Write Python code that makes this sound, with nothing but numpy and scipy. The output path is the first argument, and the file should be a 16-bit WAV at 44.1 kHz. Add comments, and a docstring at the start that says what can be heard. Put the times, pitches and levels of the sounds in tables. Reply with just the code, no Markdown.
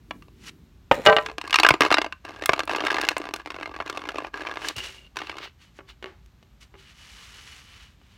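"""Asphalt driveway: a hockey stick knocks a puck right beside a phone, then is dragged away, the blade
skipping from stone to stone with grit crunching under it. Further off it scrapes onto a plastic pad,
taps it and slides pucks across with a soft hiss; quiet outdoor air lies behind. Hits are clicks and
noise bursts plus decaying modes, scrapes are random grains through such modes, air is coloured noise."""
import sys
import numpy as np
from scipy import signal
from scipy.fft import rfft, irfft, next_fast_len
from scipy.io import wavfile
from scipy.ndimage import uniform_filter1d

SR = 44100
rng = np.random.default_rng(int(sys.argv[2]) if len(sys.argv) > 2 else 0)


def transcribe(u):
    """Save the signal u as a 16-bit wav file named by the first command-line argument.

    u: samples, shape (n,) or (channels, n), limited to [-1, 1]; the rate is SR.
    q: integer samples, one column per channel.
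    """
    v = np.clip(np.atleast_2d(u).T, -1, 1)
    q = np.round(v * 32767).astype(np.int16)
    wavfile.write(sys.argv[1], SR, q)


N = 360297
TIME_S = np.arange(N) / SR
AGE_S = np.arange(16384) / SR
TOP_HZ = 15900

# Hit levels are rms over the first 6 ms. Mode levels and colours are relative.
# Outdoor air colour. Each row: frequency in Hz, level in dB.
AIR_COLOUR = [(15, -35.5), (25, -18.5), (53, 3), (75, -3), (119, -9.5), (193, -13.5), (469, -29.5),
              (1080, -29.5), (1950, -33), (4040, -35.5), (4870, -40), (6550, -41), (10400, -52.5),
              (13200, -45), (15500, -54.5)]
AIR_DB = -54
# Soft low rustle at the start. Each row: time in seconds, level in dB.
RUSTLE = [(0, -61), (.16, -48.5), (.3, -57), (.5, -52), (.9, -66)]
RUSTLE_COLOUR = [(90, 0.5), (200, 3.5), (380, -1.0), (700, -35.5)]  # Hz, dB

# Blade snagging on larger stones. Each row: start in seconds, level in dB, extra bass in dB,
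# extra treble in dB (both shelves act before the level is set).
SKIPS = [(.109, -27, -4.5, -8), (.2229, -47.5, -3, 4), (0.2828, -51.5, 11, 3), (1.262, -26, -9, -0.5),
         (1.3829, -25.5, -2.5, 5), (1.4136, -29, -13, 6.5), (1.4762, -31.5, -7, 10), (1.508, -28, -22, 11),
         (1.5287, -16, -23.5, -5.5), (1.5423, -11, -28.5, -2.5), (1.558, -12, -19.5, 4),
         (1.5875, -12.5, -20, -9), (1.599, -13, -5, 5), (1.6331, -10, -5, 2.5), (1.6484, -7, -11.5, -13),
         (1.6648, -9.5, -12, -6.5), (1.6885, -7.5, -9, 5), (1.706, -8.5, -4, -7), (1.7393, -17.5, 2, -4),
         (1.8075, -10, 4.5, 6), (1.8191, -11.5, -18, -8), (1.905, -19, -4, -3), (1.9251, -13.5, -18, -3.5),
         (1.942, -11, -6.5, -4), (1.97, -18.5, -15, -16), (1.983, -13.5, 3, -2.5), (2.0162, -20.5, -5, -2),
         (2.0445, -24.5, 1, -6), (2.063, -27.5, 5, -3), (2.1248, -28.5, -12.5, -5), (2.251, -34, 0.5, -0.5),
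         (2.422, -27, 5.5, 3), (2.4588, -21.5, -23, 14), (2.493, -9, -4, -13), (2.5338, -15.5, -2.5, -3),
         (2.5933, -20, 1, 4.5), (2.6044, -22, -6, -4), (2.6763, -27, 2, 0), (2.7481, -21.5, -3, -15),
         (2.8382, -23, 4, -16), (2.868, -19, -6, -1), (2.883, -24.5, -9, -11), (2.9054, -20.5, -23.5, -4),
         (2.944, -21, -1.5, -1.5), (2.9672, -23, -14, -12), (2.984, -20, -1.5, -7), (3.013, -23.5, -12, 12),
         (3.088, -13, -16.5, 10), (3.1668, -21, 3, -1.5), (3.2, -28.5, 15, 0), (3.3381, -24.5, -1, 6),
         (3.3621, -33, 8, 19), (3.5039, -29, -4, -1), (3.63, -29, -2, -6), (3.658, -29, -7, -10),
         (3.8016, -24, 7, -9), (3.8981, -25.5, 2.5, 8.5), (3.9737, -25.5, 7, 6), (4.0893, -26, 1.5, 3),
         (4.1833, -23.5, 1, -.5), (4.246, -28.5, -4, -18), (4.4701, -27.5, -24, -12), (4.572, -27, -3, -12),
         (4.6859, -24, -25, 22), (5.1693, -26, -13, 5.5), (5.1886, -32, -40, -2), (5.2175, -29.5, -4, -9),
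         (5.27, -37.5, -23, 0), (5.296, -28, -6.5, -7), (5.315, -36.5, -25, -9), (5.384, -33, -24, -0.5)]
# Blade colour. Each row: frequency in Hz, level in dB.
BLADE_COLOUR = [(60, -18), (200, -17), (300, -1), (500, -2), (800, 1), (1100, -1.5), (1900, -6),
                (2900, -8.5), (3300, -10.5), (4300, -13.5), (5500, -17), (8000, -27), (10500, -32.5),
                (15500, -41)]
# Short blade resonances. Each row: frequency in Hz, t60 in seconds, level in dB.
BLADE_MODES = [(308.7, 0.062, -9), (395, 0.046, -12.5), (646, .04, -15.5), (1051, 0.059, -8),
               (1182, 0.046, -3.5), (1313, 0.15, -17.5), (1621, .04, -5.5), (2165, 0.045, -4.5),
               (2500, 0.017, -4), (2692, 0.017, 7), (2830, 0.071, -11.5), (3697, 0.028, -5.5),
               (4245, .03, -4)]
# Brief rings of each contact: median frequency, log spread, decay, level
STONE_HZ, STONE_OCTAVES, STONE_T60_S, STONE_DB = 3202, 0.9, 0.029, -34.5

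# Plastic on plastic and light brushing. Each row: time of full pressure in seconds, attack in seconds,
# hold in seconds, release in seconds, level in dB before the mix trims, sizzle against rub in dB.
SLIDES = [(0.481, 0.11, 0.014, 0.014, -38, -7.5), (4.67, 0.15, 0.019, 0.086, -33, -10),
          (4.769, .015, .05, .1, -39, -10), (4.84, 0.066, 0.012, 0.2, -34, -8),
          (5.174, .03, 0.14, 0.072, -44.5, -18), (5.438, 0.1, 0.013, 0.064, -34, -22),
          (5.62, 0.056, 0.0066, 0.15, -50.5, -10), (5.772, 0.069, .01, 0.044, -56, -5.5),
          (5.892, 0.026, 0.011, 0.044, -42.5, -16), (6.612, 0.016, 0.018, 0.056, -49, -7),
          (6.792, 0.062, 0.11, 0.22, -50.5, -10.5), (7.05, 0.31, .52, 0.45, -46, -8),
          (7.7, 0.33, 0.14, .2, -49.5, -10.5), (8.107, 0.26, .03, 0.23, -56.5, -11)]
SLIDE_RANGE_DB = 29.5  # rise over the attack, fall over the release
RUB_TRIM_DB, SIZZLE_TRIM_DB = -3.5, -1.5
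# Sliding friction colour. Each row: frequency in Hz, level in dB.
SLIDE_COLOUR = [(250, -26), (400, -3.5), (600, -10.5), (1100, 1.5), (2200, 5.5), (2900, 5), (3500, 2.5),
                (4500, -0.5), (6500, -17), (9500, -47), (15500, -23)]
SIZZLE_COLOUR = [(2500, -7), (5800, 3.5), (9500, -6.5), (12000, -11), (15500, -26)]  # Hz, dB
# Blade modes singing under light friction. Each row: frequency in Hz, t60 in seconds, level in dB.
SINGING_MODES = [(1180, 0.065, -9), (2110, .06, -33), (2800, 0.06, -2.5), (2960, 0.13, 10)]

# Dull knocks of the rubber puck. Each row: start in seconds, level in dB, extra bass in dB,
# extra treble in dB, clatter time constant in seconds.
KNOCKS = [(0.9131, -5.5, 0.5, -4.5, 0.0053), (.9779, -28, 17.5, -10.5, 0.011),
          (0.994, -26.5, 15.5, -15, 0.012)]
# Puck colour. Each row: frequency in Hz, level in dB.
PUCK_COLOUR = [(60, -14.5), (150, -4.5), (300, -5), (550, 2), (1200, -7), (2200, -6), (3300, -9.5),
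               (4500, -24.5), (7000, -35.5), (10000, -45.5), (15500, -41)]
# Puck modes. Each row: frequency in Hz, t60 in seconds, level in dB.
PUCK_MODES = [(172, 0.053, -16), (275, 0.048, -1.5), (540, 0.045, 2), (520, 0.04, -3), (583, 0.26, -10),
              (794, 0.059, 0.5), (910, 0.09, 0), (1245, .14, -5.5), (1800, 0.1, -2), (2140, .06, -0.5),
              (2420, .05, -4), (2877, .07, -4)]

# Puck and blade rubbing over asphalt close by. Each row: time in seconds, level in dB.
RUB = [(.915, -31), (.96, -35.5), (.99, -46.5), (1.047, -38.5), (1.06, -18), (1.075, -36), (1.13, -40.5),
       (1.23, -44.5), (1.36, -62)]
# Close rub colour. Each row: frequency in Hz, level in dB.
RUB_COLOUR = [(100, -2), (500, 3.5), (1500, 3.5), (3000, -1), (4500, -7), (7000, -11.5), (10000, -19),
              (15500, -21)]
# Pushes of the blade along the ground. Each row: start in seconds, end in seconds, chatter level in dB,
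# grit level in dB (both at mid-push), swell from start to end in dB.
PUSHES = [(1.253, 1.32, -33.5, -47.5, -8), (1.44, 1.513, -35, -42, 6), (1.55, 1.764, -34, -65, 6),
          (1.82, 1.877, -21.5, -22, -0.5), (1.915, 1.938, -19, -39, -11), (2.25, 2.452, -45, -41.5, 7),
          (2.438, 2.64, -30, -52, -1), (2.695, 3.126, -26.5, -34, -5.5), (3.18, 3.311, -31.5, -46, 0),
          (3.35, 3.418, -47, -46.5, -8), (3.46, 3.835, -35, -49.5, -3.5), (3.862, 4.28, -34.5, -42, -0.5),
          (4.342, 4.71, -36.5, -37.5, 1.5), (5.159, 5.475, -41, -51, -8)]
PUSH_RAMP_S = 0.014  # blade lands and lifts
# Grit around a snag: level against the snag, build and fade time constants
SCUFF_DB, SCUFF_BUILD_S, SCUFF_FADE_S = -19.5, 0.003, 0.0068
# Blade riding over the pad, one list per stroke. Each row: time in seconds, level in dB.
PAD_STROKES = [
    [(4.76, -37), (4.8, -38), (4.87, -44), (4.93, -50), (5.08, -55)],
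    [(5.15, -62), (5.2, -55), (5.33, -66), (5.44, -50.5), (5.5, -76)],
]

# Hard blows beside the phone. Each row: start in seconds, level in dB, extra treble in dB,
# ring length as a factor, clatter time constant in seconds.
BLOWS = [(1.0628, -8, 12, 1, 0.004), (1.071, -6, -9, 0.97, 0.0043), (1.087, -7.5, -35, 1, 0.0035),
         (1.098, -12.5, -8.5, 0.29, 0.0032), (1.127, -13.5, -11.5, 0.5, 0.0041),
         (1.1656, -11.5, 7.5, 0.66, 0.0032), (1.185, -16, -8.5, 0.52, 0.0027)]
# Stick colour. Each row: frequency in Hz, level in dB.
STICK_COLOUR = [(60, -20), (200, -10), (550, 1), (1200, -5.5), (2000, -4), (3000, -7), (4500, -12),
                (7000, -37), (10000, -50.5), (15500, -42.5)]
# Stick modes. Each row: frequency in Hz, t60 in seconds before the blow's length factor, level in dB.
STICK_MODES = [(179.9, 0.32, -17), (440.4, 0.42, -11.5), (608, 0.2, -3), (714, 0.064, -7.5),
               (807, 0.19, -1.5), (1005, 0.31, -5.5), (1147, .16, -8), (1178, 0.19, -5), (1328, 0.24, -3.5),
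               (1450, .12, -14), (1555, 0.17, -1.5), (1855, 0.17, -2.5), (1920, .1, -10), (2070, .1, -8.5),
               (2270, 0.22, -10.5), (2520, 0.15, -13), (2900, 0.082, 4.5), (3294, .09, -20),
               (3600, .07, -4), (4450, .05, -15)]

# Small hops: median time between them, its log spread, time in the air around a snag
HOP_S, HOP_SPREAD, HOP_CLEAR_S = 0.018, 0.28, 0.01
HOP_SCATTER_DB, HOP_BASS_DB, HOP_TREBLE_DB, HOP_COLOUR_DB = 2.5, 4.5, -2, 4.5

# Sand grains cracking under the blade. Each row: start in seconds, level in dB.
SNAPS = [(1.689, -27), (2.459, -24.5), (2.654, -49.5), (3.0145, -42), (3.1817, -37), (3.3391, -35),
         (3.8983, -55)]
# Crack colour. Each row: frequency in Hz, level in dB.
SNAP_COLOUR = [(1000, -30), (5000, -2.5), (9500, 1), (13000, -8), (15500, -4)]
# Heavy ground contacts. Each row: start in seconds, level in dB, pitch in Hz, t60 in seconds.
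THUDS = [(1.708, -24, 131, 0.057), (1.821, -40.5, 165, 0.079), (2.492, -32, 162, 0.047),
         (4.768, -38, 104.9, 0.096)]

# Taps on the plastic pad. Each row: start in seconds, level in dB, extra treble in dB,
# clatter time constant in seconds.
TAPS = [(4.765, -35.5, 19, 0.0056), (4.783, -31.5, 12, 0.0087), (5.7895, -38.5, -23, 0.0055),
        (5.8064, -44, -33, 0.0054), (6.0265, -37.5, -8.5, 0.0076), (6.0429, -31.5, -15.5, 0.00037),
        (6.059, -37, -11.5, 0.042), (6.261, -59, 16, 0.0012), (6.428, -54, -0.5, 0.0051),
        (6.741, -47, -27, 0.0041), (6.7531, -49, -26, 0.0069), (8.015, -57, -18, 0.003)]
# Pad colour. Each row: frequency in Hz, level in dB.
PAD_COLOUR = [(60, -17), (200, -4.5), (400, -1), (1000, -3), (2000, -2), (3000, -4.5), (5000, -11.5),
              (9000, -24.5), (15500, -34)]
# Pad modes. Each row: frequency in Hz, t60 in seconds, level in dB.
PAD_MODES = [(344, 0.26, -8.5), (382.6, 0.28, -1.5), (556.6, 0.11, -14), (620, 0.091, -12), (842, 0.3, -15),
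             (1144, 0.22, -10.5), (2150, 0.091, -8), (2880, 0.03, 6)]

ECHO_COLOUR = [(200, 0.5), (1200, 3.5), (3000, -1.5), (9000, -1.5)]  # Hz, dB


def undb(db):
    """Decibels to gain."""
    return 10 ** (np.asarray(db) / 20)


def unit(x):
    """Scale to rms 1."""
    return x / np.sqrt(np.mean(x ** 2))


def colour(x, points, bass_db=0, treble_db=0):
    """Minimum-phase filter through (Hz, dB) points, with a bass and a treble shelf."""
    size = 2 * next_fast_len(len(x) // 2 + 1024)
    f_hz = np.maximum(np.arange(size // 2 + 1) * SR / size, 1)
    hz, db = np.transpose(points)
    shape_db = np.interp(np.log(f_hz), np.log(hz), db)
    shape_db += bass_db / (1 + (f_hz / 800) ** 4)
    shape_db += treble_db / (1 + (3800 / f_hz) ** 3)
    # folding the cepstrum makes the filter causal
    cepstrum = irfft(np.log(undb(shape_db)))
    cepstrum[1:size // 2] *= 2
    cepstrum[size // 2 + 1:] = 0
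    response = np.exp(rfft(cepstrum))
    return irfft(rfft(x, size) * response)[:len(x)]


def add(out, start_s, sound, db):
    """Mix in a hit at the given rms level over its first 6 ms."""
    i = int(start_s * SR)
    gain = undb(db) / np.sqrt(np.mean(sound[:265] ** 2))
    out[i:i + len(sound)] += gain * sound[:N - i]


def body(modes, ring_db, scatter_db, detune, length=1, size=16384):
    """A direct crack plus decaying modes; their share and pitch depend on where the contact lands."""
    age_s = AGE_S[:size]
    hz, t60_s, db = np.transpose(modes)[:, :, None]
    share, pitch = rng.standard_normal((2, len(modes), 1))
    fade = np.exp(-np.log(1000) * age_s / (t60_s * length))
    tones = np.cos(2 * np.pi * hz * (1 + detune * pitch) * age_s)
    rings = undb(db + scatter_db * share) * fade * tones
    return (age_s == 0) + undb(ring_db) * rings.sum(axis=0)


def contact(clatter_s, clatter_db, size=16384):
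    """A first touch, then a noise rush of tiny contacts that builds for a moment and fades."""
    age_s = AGE_S[:size]
    envelope = np.exp(-age_s / max(clatter_s, 1e-4)) * (1 - np.exp(-age_s / 0.0008))
    rush = rng.standard_normal(size) * envelope
    return (age_s == 0) + undb(clatter_db) * rush / np.linalg.norm(rush)


def grain_sizes(count, spread_db):
    """Grain strengths of random sign, most small and a few large."""
    strength = undb(spread_db * np.minimum(rng.exponential(size=count), 4))
    return strength * rng.choice([-1, 1], count)


def grains(rate_hz, spread_db):
    """Randomly timed clicks."""
    return (rng.random(N) < rate_hz / SR) * grain_sizes(N, spread_db)


def walk(rate_hz):
    """Smooth random curve with a spread near 1."""
    step = int(SR / rate_hz)
    held = np.repeat(rng.standard_normal(N // step + 1), step)
    return unit(uniform_filter1d(held, step)[:N])


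def strokes(tables):
    """Gain over time from one level curve per stroke, silent between strokes."""
    gain = np.zeros(N)
    for rows in tables:
        s, db = np.transpose(rows)
        gain += undb(np.interp(TIME_S, s, db, left=-np.inf, right=-np.inf))
    return uniform_filter1d(gain, size=200)


def scrape(modes, points, rate_hz, spread_db, ring_db, count=10):
    """Grains crunching into a resonant body at several contact points, each with its own timbre; rms 1."""
    out = np.zeros(N)
    for _ in range(count):
        crumble = rng.standard_normal(200) * np.exp(-AGE_S[:200] / 0.0007)
        point = body(modes, ring_db, scatter_db=8.5, detune=0.027, size=6000)
        ring = signal.fftconvolve(crumble, point)
        times = rng.integers(0, N, int(rate_hz * N / SR / count))
        clicks = np.bincount(times, grain_sizes(len(times), spread_db), N)
        out += signal.oaconvolve(clicks, ring)[:N]
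    return unit(colour(out, points))


def air():
    """Low outdoor rumble with a faint hiss; a soft rustle lies over it at first."""
    level_db = AIR_DB + 0.24 * walk(2.9)
    outdoors = unit(colour(rng.standard_normal(N), AIR_COLOUR)) * undb(level_db)
    rustle = unit(colour(rng.standard_normal(N), RUSTLE_COLOUR))
    return outdoors + rustle * strokes([RUSTLE])


def stone(count=5, size=3600):
    """Brief rings that depend on the stone and on the part of the blade that meets it."""
    age_s = AGE_S[:size]
    octaves = STONE_OCTAVES * rng.standard_normal((count, 1))
    hz = np.minimum(STONE_HZ * 2 ** octaves, TOP_HZ)
    tones = np.cos(2 * np.pi * hz * age_s).sum(axis=0)
    return undb(STONE_DB - 60 * age_s / STONE_T60_S) * tones


def skip(bass_db, treble_db, clatter_s):
    """A stone stops the blade and sets it briefly ringing; some snap cleanly, some crumble."""
    blade = body(BLADE_MODES, ring_db=-36, scatter_db=2.5, detune=0.021, size=3600) + stone()
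    crumble = contact(clatter_s, clatter_db=5 + 5.5 * rng.standard_normal(), size=1200)
    return colour(signal.fftconvolve(crumble, blade), BLADE_COLOUR, bass_db, treble_db)


def skipping_blade(skips, clatter_s):
    """The blade jumps from stone to stone."""
    out = np.zeros(N)
    for s, db, bass_db, treble_db in skips:
        add(out, s, skip(bass_db, treble_db, clatter_s), db)
    return out


def sliding():
    """Dense friction grains make the blade sing faintly under each slide; dust adds a brighter sizzle."""
    singing = body(SINGING_MODES, ring_db=-52.5, scatter_db=1, detune=0)
    friction = signal.oaconvolve(grains(rate_hz=9000, spread_db=4.0), singing)[:N]
    rub = unit(colour(friction, SLIDE_COLOUR))
    sizzle = unit(colour(grains(rate_hz=5200, spread_db=3.5), SIZZLE_COLOUR))
    rub_gain = sizzle_gain = 0
    for s, attack_s, hold_s, release_s, db, sizzle_db in SLIDES:
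        before = (s - TIME_S) / attack_s
        after = (TIME_S - s - hold_s) / release_s
        away = np.clip(np.maximum(before, after), 0, 10)
        gain = undb(db - SLIDE_RANGE_DB * away)
        rub_gain = np.maximum(rub_gain, gain)
        sizzle_gain = np.maximum(sizzle_gain, gain * undb(sizzle_db))
    pressure = undb(0.9 * walk(45))
    return (undb(RUB_TRIM_DB) * rub * rub_gain + undb(SIZZLE_TRIM_DB) * sizzle * sizzle_gain) * pressure


def puck_knocks():
    """Hard rubber gives a short, hollow clack."""
    out = np.zeros(N)
    for s, db, bass_db, treble_db, clatter_s in KNOCKS:
        puck = body(PUCK_MODES, ring_db=-19.5, scatter_db=3.0, detune=0.0044)
        clack = puck + contact(clatter_s, clatter_db=21.0)
        add(out, s, colour(clack, PUCK_COLOUR, bass_db, treble_db), db)
    return out


def push(t_s, start_s, end_s, swell_db):
    """Pressure during one push: the blade lands, bears down more or less, and lifts."""
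    along = np.clip((t_s - start_s) / (end_s - start_s), 0, 1)
    down = np.clip(np.minimum(t_s - start_s, end_s - t_s) / PUSH_RAMP_S + 1, 0, 1)
    return down * undb(swell_db * (along - 0.5))


def scuffs():
    """Gain of the grit that piles up against each snag and scatters after it."""
    gain = np.zeros(N)
    age_s = AGE_S[:6000] - 0.02  # starts ahead of the snag
    shape = np.exp(np.minimum(age_s / SCUFF_BUILD_S, -age_s / SCUFF_FADE_S))
    for s, db, *_ in SKIPS:
        i = int((s + age_s[0]) * SR)
        gain[i:i + len(age_s)] += undb(db + SCUFF_DB) * shape
    return gain


def dragging_blade():
    """Stick and blade rub close by, crunch over sand around the skips, then rumble onto the hollow pad."""
    close = scrape(STICK_MODES, RUB_COLOUR, rate_hz=1600, spread_db=5.0, ring_db=-54.0, count=3)
    asphalt = scrape(BLADE_MODES, BLADE_COLOUR, rate_hz=560, spread_db=5.0, ring_db=-38.0)
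    pad = scrape(PAD_MODES, PAD_COLOUR, rate_hz=1100, spread_db=4.5, ring_db=-43, count=3)
    pressure = np.zeros(N)
    for start_s, end_s, _, grit_db, swell_db in PUSHES:
        pressure += undb(grit_db) * push(TIME_S, start_s, end_s, swell_db)
    return close * strokes([RUB]) + asphalt * (pressure + scuffs()) + pad * strokes(PAD_STROKES)


def stick_blows():
    """Blows on the puck ring the stick; ground pressure shortens it, shifting contact splits its modes."""
    out = np.zeros(N)
    for s, db, treble_db, length, clatter_s in BLOWS:
        stick = body(STICK_MODES, ring_db=-10, scatter_db=-1.5, detune=0.0044, length=length)
        split = body(STICK_MODES, ring_db=-18.5, scatter_db=4.5, detune=0.07, length=0.6 * length)
        blow = stick + split + contact(clatter_s, clatter_db=23.5)
        add(out, s, colour(blow, STICK_COLOUR, 0, treble_db), db)
    return out


def hops(count=40):
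    """Between snags the pushed blade chatters in small, uneven hops, yielded as rows like SKIPS."""
    snags_s = np.array(SKIPS)[:, 0]
    for start_s, end_s, db, _, swell_db in PUSHES:
        s = start_s
        for gap, strength, bass, treble in rng.standard_normal((count, 4)):
            if s < end_s and np.abs(snags_s - s).min() > HOP_CLEAR_S:
                push_db = 20 * np.log10(push(s, start_s, end_s, swell_db))
                level_db = db + push_db + HOP_SCATTER_DB * strength
                bass_db = HOP_BASS_DB + HOP_COLOUR_DB * bass
                treble_db = HOP_TREBLE_DB + HOP_COLOUR_DB * treble
                yield s, level_db, bass_db, treble_db
            s += HOP_S * np.exp(HOP_SPREAD * gap)


def cracking_sand():
    """A pinched grain bursts with a thin, very bright tick."""
    out = np.zeros(N)
    for s, db in SNAPS:
        tick = contact(clatter_s=0.00069, clatter_db=12.5, size=1200)
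        add(out, s, colour(tick, SNAP_COLOUR), db)
    return out


def ground_thuds():
    """Heavy contacts add a low, quickly damped thump."""
    out = np.zeros(N)
    for s, db, hz, t60_s in THUDS:
        thump = np.sin(2 * np.pi * hz * AGE_S) * undb(-60 * AGE_S / t60_s)
        add(out, s, thump, db)
    return out


def pad_taps():
    """Blade and pucks slap the loose plastic sheet, which drums hollowly."""
    out = np.zeros(N)
    for s, db, treble_db, clatter_s in TAPS:
        pad = body(PAD_MODES, ring_db=-30, scatter_db=2, detune=0.009)
        slap = pad + contact(clatter_s, clatter_db=7.5)
        add(out, s, colour(slap, PAD_COLOUR, 0, treble_db), db)
    return out


def yard(x):
    """A thin, dull scatter from the boat, house and trees: convolution with swelling, decaying noise."""
    envelope = undb(-60 * AGE_S / 0.17) * (1 - np.exp(-AGE_S / 0.014))
    echo = colour(rng.standard_normal(len(AGE_S)) * envelope, ECHO_COLOUR)
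    return undb(-21.5) * signal.fftconvolve(x, echo / np.linalg.norm(echo))[:N]


def scene():
    """All contacts, their echo and the air, in one channel."""
    outdoors = air()
    skips = skipping_blade(SKIPS, clatter_s=0.0026)
    chatter = skipping_blade(list(hops()), clatter_s=0.0023)
    scraping = skips + chatter + sliding() + dragging_blade()
    hits = puck_knocks() + stick_blows() + cracking_sand() + ground_thuds() + pad_taps()
    play = hits + scraping
    return (play + yard(play) + outdoors)[None]


def record(dry):
    """The phone drops the deepest bass, rounds off the loudest peaks and cuts the top."""
    lean = signal.sosfilt(signal.butter(5, 42, "high", fs=SR, output="sos"), dry)
    rounded = lean / (1 + lean ** 4) ** 0.25
    return signal.sosfilt(signal.ellip(8, 0.2, 80, TOP_HZ, fs=SR, output="sos"), rounded)


dry = scene()
out = record(dry)
transcribe(out)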